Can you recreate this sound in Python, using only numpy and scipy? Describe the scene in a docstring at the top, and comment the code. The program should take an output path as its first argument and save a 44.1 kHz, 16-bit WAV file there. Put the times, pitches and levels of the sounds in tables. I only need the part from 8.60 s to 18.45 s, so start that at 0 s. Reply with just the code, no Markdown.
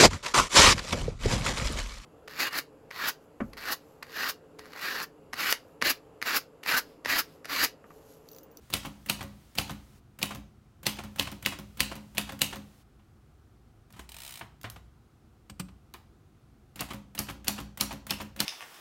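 """A portable manual typewriter, typed with one finger on a wooden desk in a small room.
Each letter is a chain of impacts: the key linkage clicks, the escapement trips, the typebar slaps the
platen, the carriage steps and the bar drops back. The blows excite modes of the steel frame and the desk.
Between two words the carriage is pushed back over its ratchet and the shift is locked.
Reverberation follows each blow, over a low rumble and a faint hiss that comes and goes."""
import sys
import numpy as np
from scipy import signal
from scipy.fft import rfft, irfft, next_fast_len
from scipy.io import wavfile

SR = 44100
rng = np.random.default_rng(int(sys.argv[2]) if len(sys.argv) > 2 else 0)


def persist_wave(psi):
    """Save psi, clipped to +-1, as 16-bit WAV."""
    counts = np.round(np.clip(psi, -1, 1) * 32767).astype(np.int16)
    wavfile.write(sys.argv[1], SR, np.atleast_2d(counts).T)


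N = 434385

# Levels in the tables are relative; each source adds its own gain.
# noise spectra of the background and the contacts: frequency_hz, density_db
RUMBLE_SPECTRUM = [(15, -54), (25, -21.5), (39, -6.5), (59, -3.5), (161, -9), (180, -24.5), (200, -10.5),
                   (293, -18.5), (326, -16), (607, -29), (754, -24), (887, -30.5), (1330, -28), (1740, -36),
                   (16000, -50)]  # still room
SLAP_SPECTRUM = [(100, -15.5), (400, -10), (900, -6.5), (1600, -12), (2200, -7), (2800, 1.5), (3400, -5),
                 (4400, -0.5), (5300, -5.5), (7300, -8), (9500, -8.5), (12000, -8.5), (15500, -12.5)]  # typebar and escapement
FELT_SPECTRUM = [(100, 1), (300, -1), (480, -6.5), (720, -1), (1050, 0), (1900, -6.5), (3000, -6),
                 (5000, -16.5), (9000, -19.5), (16000, -29)]  # cushioned blows
LINKAGE_SPECTRUM = [(200, -8), (900, 0.5), (2000, -1), (3000, -2), (5000, -8.5), (8000, -6.5), (12000, -6),
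                    (16000, -4.5)]  # key linkage
SPRING_SPECTRUM = [(300, -15), (1500, -5), (3000, -2.5), (6000, -2), (9000, -7), (12500, -1), (16000, -5)]  # small springs
PAWL_SPECTRUM = [(400, -31), (700, -1), (930, -12), (1250, -3), (1440, -17), (1750, -3), (2300, -3.5),
                 (3000, -3), (4000, -2), (5100, -6), (7200, -5), (8400, -3.5), (10200, -5.5), (15500, -5.5)]  # pawl on a tooth
LATCH_SPECTRUM = [(250, -9), (700, -1), (1130, 4), (1800, -3), (2700, 1), (3600, -5), (4400, -2.5),
                  (6500, -10.5), (8200, 0.5), (10500, -18), (14000, -9), (16000, -21)]  # shift latch
CRACK_SPECTRUM = [(1200, -28.5), (2000, -2), (3200, 1), (5500, -22.5)]  # the bar itself
HISS_SPECTRUM = [(1000, 1), (4000, -2.5), (16000, -8.5)]
# reverberation of machine and room: frequency_hz, level_db, t60_s
REVERB_BANDS = [(80, -7.5, 0.98), (250, -10, 0.55), (498, -8.5, 0.54), (1200, -7.5, 0.35), (3020, -9, 0.36),
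                (6200, -8, 0.38), (10800, -6, 0.2), (16000, -9, 0.24)]
# normal modes: pitch_hz, level_db, t60_s
DESK_MODES = [(59.3, -13, 1), (86.6, -6, .25), (117.2, -6, 0.35), (156.4, -1.5, 0.19), (207.2, -0.5, 0.41),
              (269.3, -8, .35), (290.5, -6.5, 0.33), (361, -8, 0.13), (545, -7, 0.2)]  # case and desk top
ROCKING_MODES = [(61.2, -5, 0.98), (73, -22, .3), (95.3, -11, 0.74), (114.7, -2, 0.25), (163.4, -3, 0.26),
                 (196, -2.5, 0.23), (263, -20, 0.24)]  # machine on its rubber feet
RACK_MODES = [(921, -7, .04), (1440, -9, .04), (2360, -1, .025), (2960, 1, .025), (3970, 2, .02),
              (5080, -1, .02), (8380, -1, .025)]  # toothed rack and carriage
FRAME_MODES = [(1980, -2, .07), (2330, -5, .05), (2576, 0.5, .09), (2590, 0.5, .08), (2647, -5, .06),
               (2850, -6.5, 0.061), (2935, -0.5, 0.22), (3152, -4.5, 0.046), (3436, -7.5, .09),
               (3660, -6.5, 0.14), (4358, -7.5, .05), (4700, -10.5, .05), (5300, -9, .06)]  # steel frame and typebar basket
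LEFT_BAR_MODES = [(4295, 9, 0.021), (4450, 10.5, 0.013), (4960, -12, .028), (5510, 8, 0.022),
                  (9700, -19, 0.028), (11300, 0, 0.033)]  # higher-ringing bars at the left of the basket
# spells of hiss: start_s, end_s, level_db
HISS_SPELLS = [(0, 1.406, -65.5), (2.259, 4.24, -66)]
# hand on the return lever, carriage on its stop, parts settling:
# start_s, level_db, treble_db, rocking_db, t60_s
CARRIAGE_KNOCKS = [(4.392, -62, -15, -1, 0.081), (5.303, -56, 9.5, -1, 0.04), (5.334, -57, 0, 8, 0.16),
                   (5.362, -57.5, 6, 7.5, 0.36), (5.392, -40, 7, -21, 0.052), (5.81, -37, -16, -8.5, 0.075),
                   (6.041, -35.5, -10, -1, 0.094), (6.16, -45, -3, -9.5, 0.059),
                   (7.084, -53, -2.5, 1.5, 0.062), (7.341, -42, -11, -17, 0.069)]
# carriage being pushed back: time_s, speed_teeth_per_s
CARRIAGE_SPEED = [(5.491, 34.7), (5.55, 42.9), (5.61, 62.8), (5.67, 71.3), (5.81, 48.7)]
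# return lever and other small springs snapping home: start_s, level_db
SPRING_TICKS = [(5.325, -49), (6.0129, -45.5), (6.032, -42), (6.0994, -35), (7.3386, -39.5)]
# shift lifting, then latching: start_s, level_db, thump_db
SHIFT_CLACKS = [(6.8975, -36.5, -6.5), (6.997, -27, -5)]
# one row a letter; the swing precedes the hit, fall (bar at rest) and hold (key up) count from it:
# hit_s, level_db, ring_db, treble_db, click_db, swing_s, fall_s, hold_s
KEYSTROKES = [(0.1379, -24.5, -0.5, 0, -37.5, 0.037, 0.11, 0.12),
              (0.4974, -24, -3, 0.5, -36.5, 0.037, 0.11, 0.13),
              (0.9848, -21.5, -5, -5.5, -37.5, 0.033, 0.11, .122),
              (1.6281, -28, 2.5, 2.5, -37, .040, 0.079, 0.12),
              (2.2664, -23.5, -0.5, 2, -40, 0.036, 0.12, 0.17),
              (2.5959, -24.5, 0.5, -3, -38.5, 0.037, 0.075, 0.12),
              (2.861, -28, 5, 2, -36.5, 0.036, 0.06, .127), (3.2044, -23, -0.5, 1.5, -41, .033, 0.11, .150),
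              (3.581, -27.5, 3, 2, -43.5, 0.033, 0.11, 0.14),
              (3.8173, -24, 1.5, 6, -38.5, .027, 0.11, 0.14),
              (8.2072, -37.5, -19.5, 9.5, -38, .0495, .097, .127),
              (8.59, -31, -19, 7, -35, .0408, 0.096, 0.11),
              (8.8814, -26.5, -8, 6.5, -40.5, 0.037, 0.099, 0.12),
              (9.2094, -23.5, -18, 2.5, -33.5, .0362, .099, .117),
              (9.5072, -28, -1, -1, -34, .0405, .094, .1078),
              (9.803, -25.5, -7, 2.5, -39.5, 0.041, .1, 0.15)]

AGE = np.arange(10240) / SR  # time since a blow, s


def undb(db):
    """Amplitude ratio of a level in decibels."""
    return np.exp(np.asarray(db) * (np.log(10) / 20))


def envelope(age, rise_s, t60_s):
    """Damped response: a quick build-up times an exponential decay of 60 dB in t60_s."""
    return (1 - np.exp(-age / rise_s)) * np.exp(-np.log(1000) * age / t60_s)


def add(track, start_s, db, sound):
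    """Superposition: a sound adds to the track at a given time and gain."""
    i = int(np.clip(start_s * SR, 0, N))
    track[i:i + len(sound)] += undb(db) * sound[:N - i]


def noise(spectrum, size, treble_db=0, hinge_hz=6000):
    """Spectral shaping: white noise is coloured at unit rms, then its treble is shelved."""
    count = next_fast_len(size, real=True)
    hz = np.maximum(np.fft.rfftfreq(count, 1 / SR), 1)
    points_hz, db = np.transpose(spectrum)
    gain = undb(np.interp(np.log(hz), np.log(points_hz), db))
    gain /= np.sqrt(np.mean(gain ** 2))
    shelf = undb(treble_db / (1 + (hinge_hz / hz) ** 4))
    return irfft(rfft(rng.standard_normal(count)) * shelf * gain, count)[:size]


def contact(spectrum, t60_s, rise_s=.00048, treble_db=0, chatter_db=0, size=4096):
    """Modal overlap: the short resonances of many small parts merge into a burst of noise."""
    age = AGE[:size]
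    # loose parts chatter about every 2 ms
    chatter = np.interp(age, np.linspace(0, age[-1], 48), rng.standard_normal(48))
    shape = envelope(age, rise_s, t60_s)
    resonances = noise(spectrum, size, treble_db)
    sound = resonances * shape * undb(chatter_db * chatter)
    # the blow sets the energy, however it is shared out
    return sound * np.std(resonances) * np.sqrt(np.sum(shape ** 2) / np.sum(sound ** 2))


def ring(modes, rise_s, scatter_db, detune):
    """Free vibration is a sum of damped modes; each blow lands elsewhere and weights them anew."""
    hz, db, t60_s = np.transpose(modes)[:, :, None]
    age = AGE[:int(t60_s.max() * SR)]
    pitch_draw, level_draw, start_cycles = rng.standard_normal((3, len(modes), 1))
    gain = undb(db + scatter_db * level_draw)
    phase = 2 * np.pi * (hz * (1 + detune * pitch_draw) * age + start_cycles)
    partials = gain * np.sin(phase) * envelope(age, rise_s, t60_s)
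    fade_out = np.minimum(10 * (1 - age / age[-1]), 1)
    return partials.sum(0) * fade_out / np.sqrt(np.sum(gain ** 2) / 2)


def background(rumble_db=-58, ramp_s=.022):
    """Broadband noise floor: the steady rumble of the room and a faint hiss that comes and goes."""
    t = np.arange(N) / SR
    rumble = undb(rumble_db) * noise(RUMBLE_SPECTRUM, N)
    hiss_gain = sum(undb(db) * np.clip(np.minimum(t - start, end - t) / ramp_s, 0, 1)
                    for start, end, db in HISS_SPELLS)
    return rumble + hiss_gain * noise(HISS_SPECTRUM, N)


def reverberation(sound, rise_s=.0044):
    """Diffuse decay: springs, bars and near walls ring on, and the treble is damped first."""
    age = np.arange(SR) / SR
    hz, db, t60_s = np.transpose(REVERB_BANDS)
    white = rfft(rng.standard_normal(SR))
    band_position = np.interp(np.log(np.arange(len(white)) + 1), np.log(hz), np.arange(len(hz)))
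    response = 0
    for k in range(len(hz)):
        shape = envelope(age, rise_s, t60_s[k])
        band = irfft(white * np.maximum(1 - abs(band_position - k), 0), SR)
        response += undb(db[k]) * band * shape / np.sqrt(np.sum(shape ** 2))
    return signal.fftconvolve(sound, response)[:N]


def desk_thump(rise_s):
    """Structure-borne sound: the case and desk top radiate a blow as a soundboard does."""
    return ring(DESK_MODES, rise_s, scatter_db=2.5, detune=.014)


def rocking(rise_s):
    """Mass on a spring: a shove sets the machine oscillating on its rubber feet."""
    return ring(ROCKING_MODES, rise_s, scatter_db=8, detune=.028)


def carriage_knocks():
    """Momentum transfer: dull blows of the carriage and its lever rock the machine."""
    out = np.zeros(N)
    for start, db, treble_db, rocking_db, t60_s in CARRIAGE_KNOCKS:
        add(out, start, db + 4, contact(FELT_SPECTRUM, t60_s, rise_s=.0017, treble_db=treble_db))
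        add(out, start, db + rocking_db, rocking(rise_s=.0046))
    return out


def shift_lock():
    """Impact and reaction: the shift clacks, jolts the machine and shakes the desk."""
    out = np.zeros(N)
    for start, db, thump_db in SHIFT_CLACKS:
        add(out, start - .003, db - 18, contact(LATCH_SPECTRUM, t60_s=.036, rise_s=.0023))
        add(out, start, db - 3.5, contact(LATCH_SPECTRUM, t60_s=.046, rise_s=.0004))
        add(out, start, db + thump_db - 1, rocking(rise_s=.003))
        add(out, start, db + thump_db - 8, desk_thump(rise_s=.0048))
    return out


def ratchet(click_db=-37, usual_teeth_per_s=68, db_per_doubling=3, rack_db=-43):
    """Impact train: the pawl clicks once a tooth, louder with speed, and rings the rack."""
    out = np.zeros(N)
    times, speeds = np.transpose(CARRIAGE_SPEED)
    t = np.arange(times[0], times[-1], 1 / SR)
    speed = np.interp(t, times, speeds)
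    travel_teeth = np.cumsum(speed) / SR
    for i in np.searchsorted(travel_teeth, np.arange(travel_teeth[-1])):
        db = click_db + db_per_doubling * np.log2(speed[i] / usual_teeth_per_s)
        add(out, t[i], db, contact(PAWL_SPECTRUM, t60_s=.031, rise_s=.00064))
        drag = contact(PAWL_SPECTRUM, t60_s=.11, rise_s=.006, treble_db=-25, chatter_db=1)
        add(out, t[i], db - 6.5, drag)
        add(out, t[i], rack_db, ring(RACK_MODES, rise_s=.0004, scatter_db=2, detune=.025))
    return out


def springs(key_db=-35.5, usual_hold_s=.12, sag_db_per_s=70, bounce_s=.0092, bounce_db=-4):
    """Elastic release: springs snap home; a key's spring bounces once and is softer after a long hold."""
    out = np.zeros(N)
    snaps = [(start, db + 4) for start, db in SPRING_TICKS]
    for hit, *_, hold in KEYSTROKES:
        db = key_db - sag_db_per_s * (hold - usual_hold_s)
        snaps += [(hit + hold, db), (hit + hold + bounce_s, db + bounce_db)]
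    for start, db in snaps:
        add(out, start, db, contact(SPRING_SPECTRUM, t60_s=.016, rise_s=.0005))
    return out


def key_linkages():
    """Impact, then friction: the steel linkage clicks and slides on while the bar swings up."""
    out = np.zeros(N)
    for hit, _, _, _, click_db, swing, _, _ in KEYSTROKES:
        press = hit - swing
        add(out, press, click_db + 3, contact(LINKAGE_SPECTRUM, t60_s=.03, rise_s=.0014))
        slide = contact(LINKAGE_SPECTRUM, t60_s=.36, rise_s=.006, treble_db=-10, chatter_db=1.5)
        add(out, press + .004, -47, slide)
        add(out, press, -45.5, desk_thump(rise_s=.007))
    return out


def typebar_returns():
    """Cushioned impact: the bar slides home onto its felt, then the key lever meets the case."""
    out = np.zeros(N)
    for hit, *_, fall, hold in KEYSTROKES:
        landing, key_up = hit + fall, hit + hold
        slide = contact(FELT_SPECTRUM, t60_s=.064, rise_s=.0027, treble_db=6, chatter_db=3.5)
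        add(out, landing - .018, -42.5, slide)
        add(out, landing - .001, -30.5, contact(FELT_SPECTRUM, t60_s=.081, rise_s=.0028, chatter_db=2.5))
        add(out, landing, -43.5, desk_thump(rise_s=.008))
        lever = contact(FELT_SPECTRUM, t60_s=.092, rise_s=.00095, treble_db=-2, chatter_db=3.5)
        add(out, key_up, -41, lever)
        add(out, key_up, -38.5, desk_thump(rise_s=.0051))
    return out


def escapement(swing_left=.3, trip_db=-31.5, step_s=.0128, settle_s=.026):
    """Release and arrest: the escapement trips in mid-swing; the carriage jumps a tooth and rattles."""
    out = np.zeros(N)
    for hit, db, ring_db, _, _, swing, _, _ in KEYSTROKES:
        trip = contact(SLAP_SPECTRUM, t60_s=.081, rise_s=.00027, treble_db=-14.5, chatter_db=2)
        add(out, hit - swing_left * swing, trip_db, trip)
        add(out, hit + step_s, db - 8, contact(SLAP_SPECTRUM, t60_s=.023))
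        settles = hit + settle_s + .0036 * rng.uniform(-1, 1)
        rattle = contact(SLAP_SPECTRUM, t60_s=.038, rise_s=.001, chatter_db=2.5)
        add(out, settles, db - 8.5 + .5 * ring_db, rattle)
    return out


def typebar_strikes(platen_db=-28, left_keys_from_s=8):
    """Impulsive excitation: the slug's brief blow on the platen rings the bar, frame and desk."""
    out = np.zeros(N)
    for hit, db, ring_db, treble_db, *_ in KEYSTROKES:
        # the slug scrapes through the type guide and pushes the ribbon to the paper
        add(out, hit - .005, db - 11, contact(SLAP_SPECTRUM, t60_s=.036, rise_s=.002, treble_db=10))
        add(out, hit - .003, -33, contact(FELT_SPECTRUM, t60_s=.05, rise_s=.0027))
        slap = contact(SLAP_SPECTRUM, t60_s=.024, rise_s=.00009, treble_db=treble_db)
        add(out, hit, db + 7.5, slap)
        add(out, hit, db + ring_db - 8, ring(FRAME_MODES, rise_s=.00057, scatter_db=.5, detune=.014))
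        add(out, hit, db + ring_db + 10.5, contact(CRACK_SPECTRUM, t60_s=.012))
        if hit > left_keys_from_s:  # the second word
            add(out, hit, db + 5, ring(LEFT_BAR_MODES, rise_s=.00022, scatter_db=1, detune=.031))
        # rubber yields, so the platen's knock is slower and duller
        knock = contact(FELT_SPECTRUM, t60_s=.095, rise_s=.0047, treble_db=-7.5, chatter_db=3.5)
        add(out, hit, platen_db, knock)
        add(out, hit - .004, -33.5 + .3 * (db + 22), desk_thump(rise_s=.003))
    return out


def typewriter():
    """Radiation in one direction: the typing action and the carriage add linearly."""
    typing = typebar_strikes() + escapement() + typebar_returns() + key_linkages() + springs()
    return typing + ratchet() + carriage_knocks()


def scene(front_db=-5, back_db=-2, shift_send_db=-6):
    """Direct and reverberant fields: one side of the machine is heard directly, both by reflection."""
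    front, back = typewriter(), typewriter()
    latch = shift_lock()
    reflections = undb(front_db) * reverberation(front)
    reflections += undb(back_db) * reverberation(back + undb(shift_send_db) * latch)
    return (front + latch + reflections + background())[None]


def record(dry, low_hz=36, top_hz=15900):
    """Band limiting: filters remove the deepest bass and the highest treble."""
    high_pass = signal.butter(3, low_hz, "high", fs=SR, output="sos")
    low_pass = signal.ellip(10, .2, 70, top_hz, fs=SR, output="sos")
    return signal.sosfilt(low_pass, signal.sosfilt(high_pass, dry))


dry = scene()
out = record(dry)
persist_wave(out)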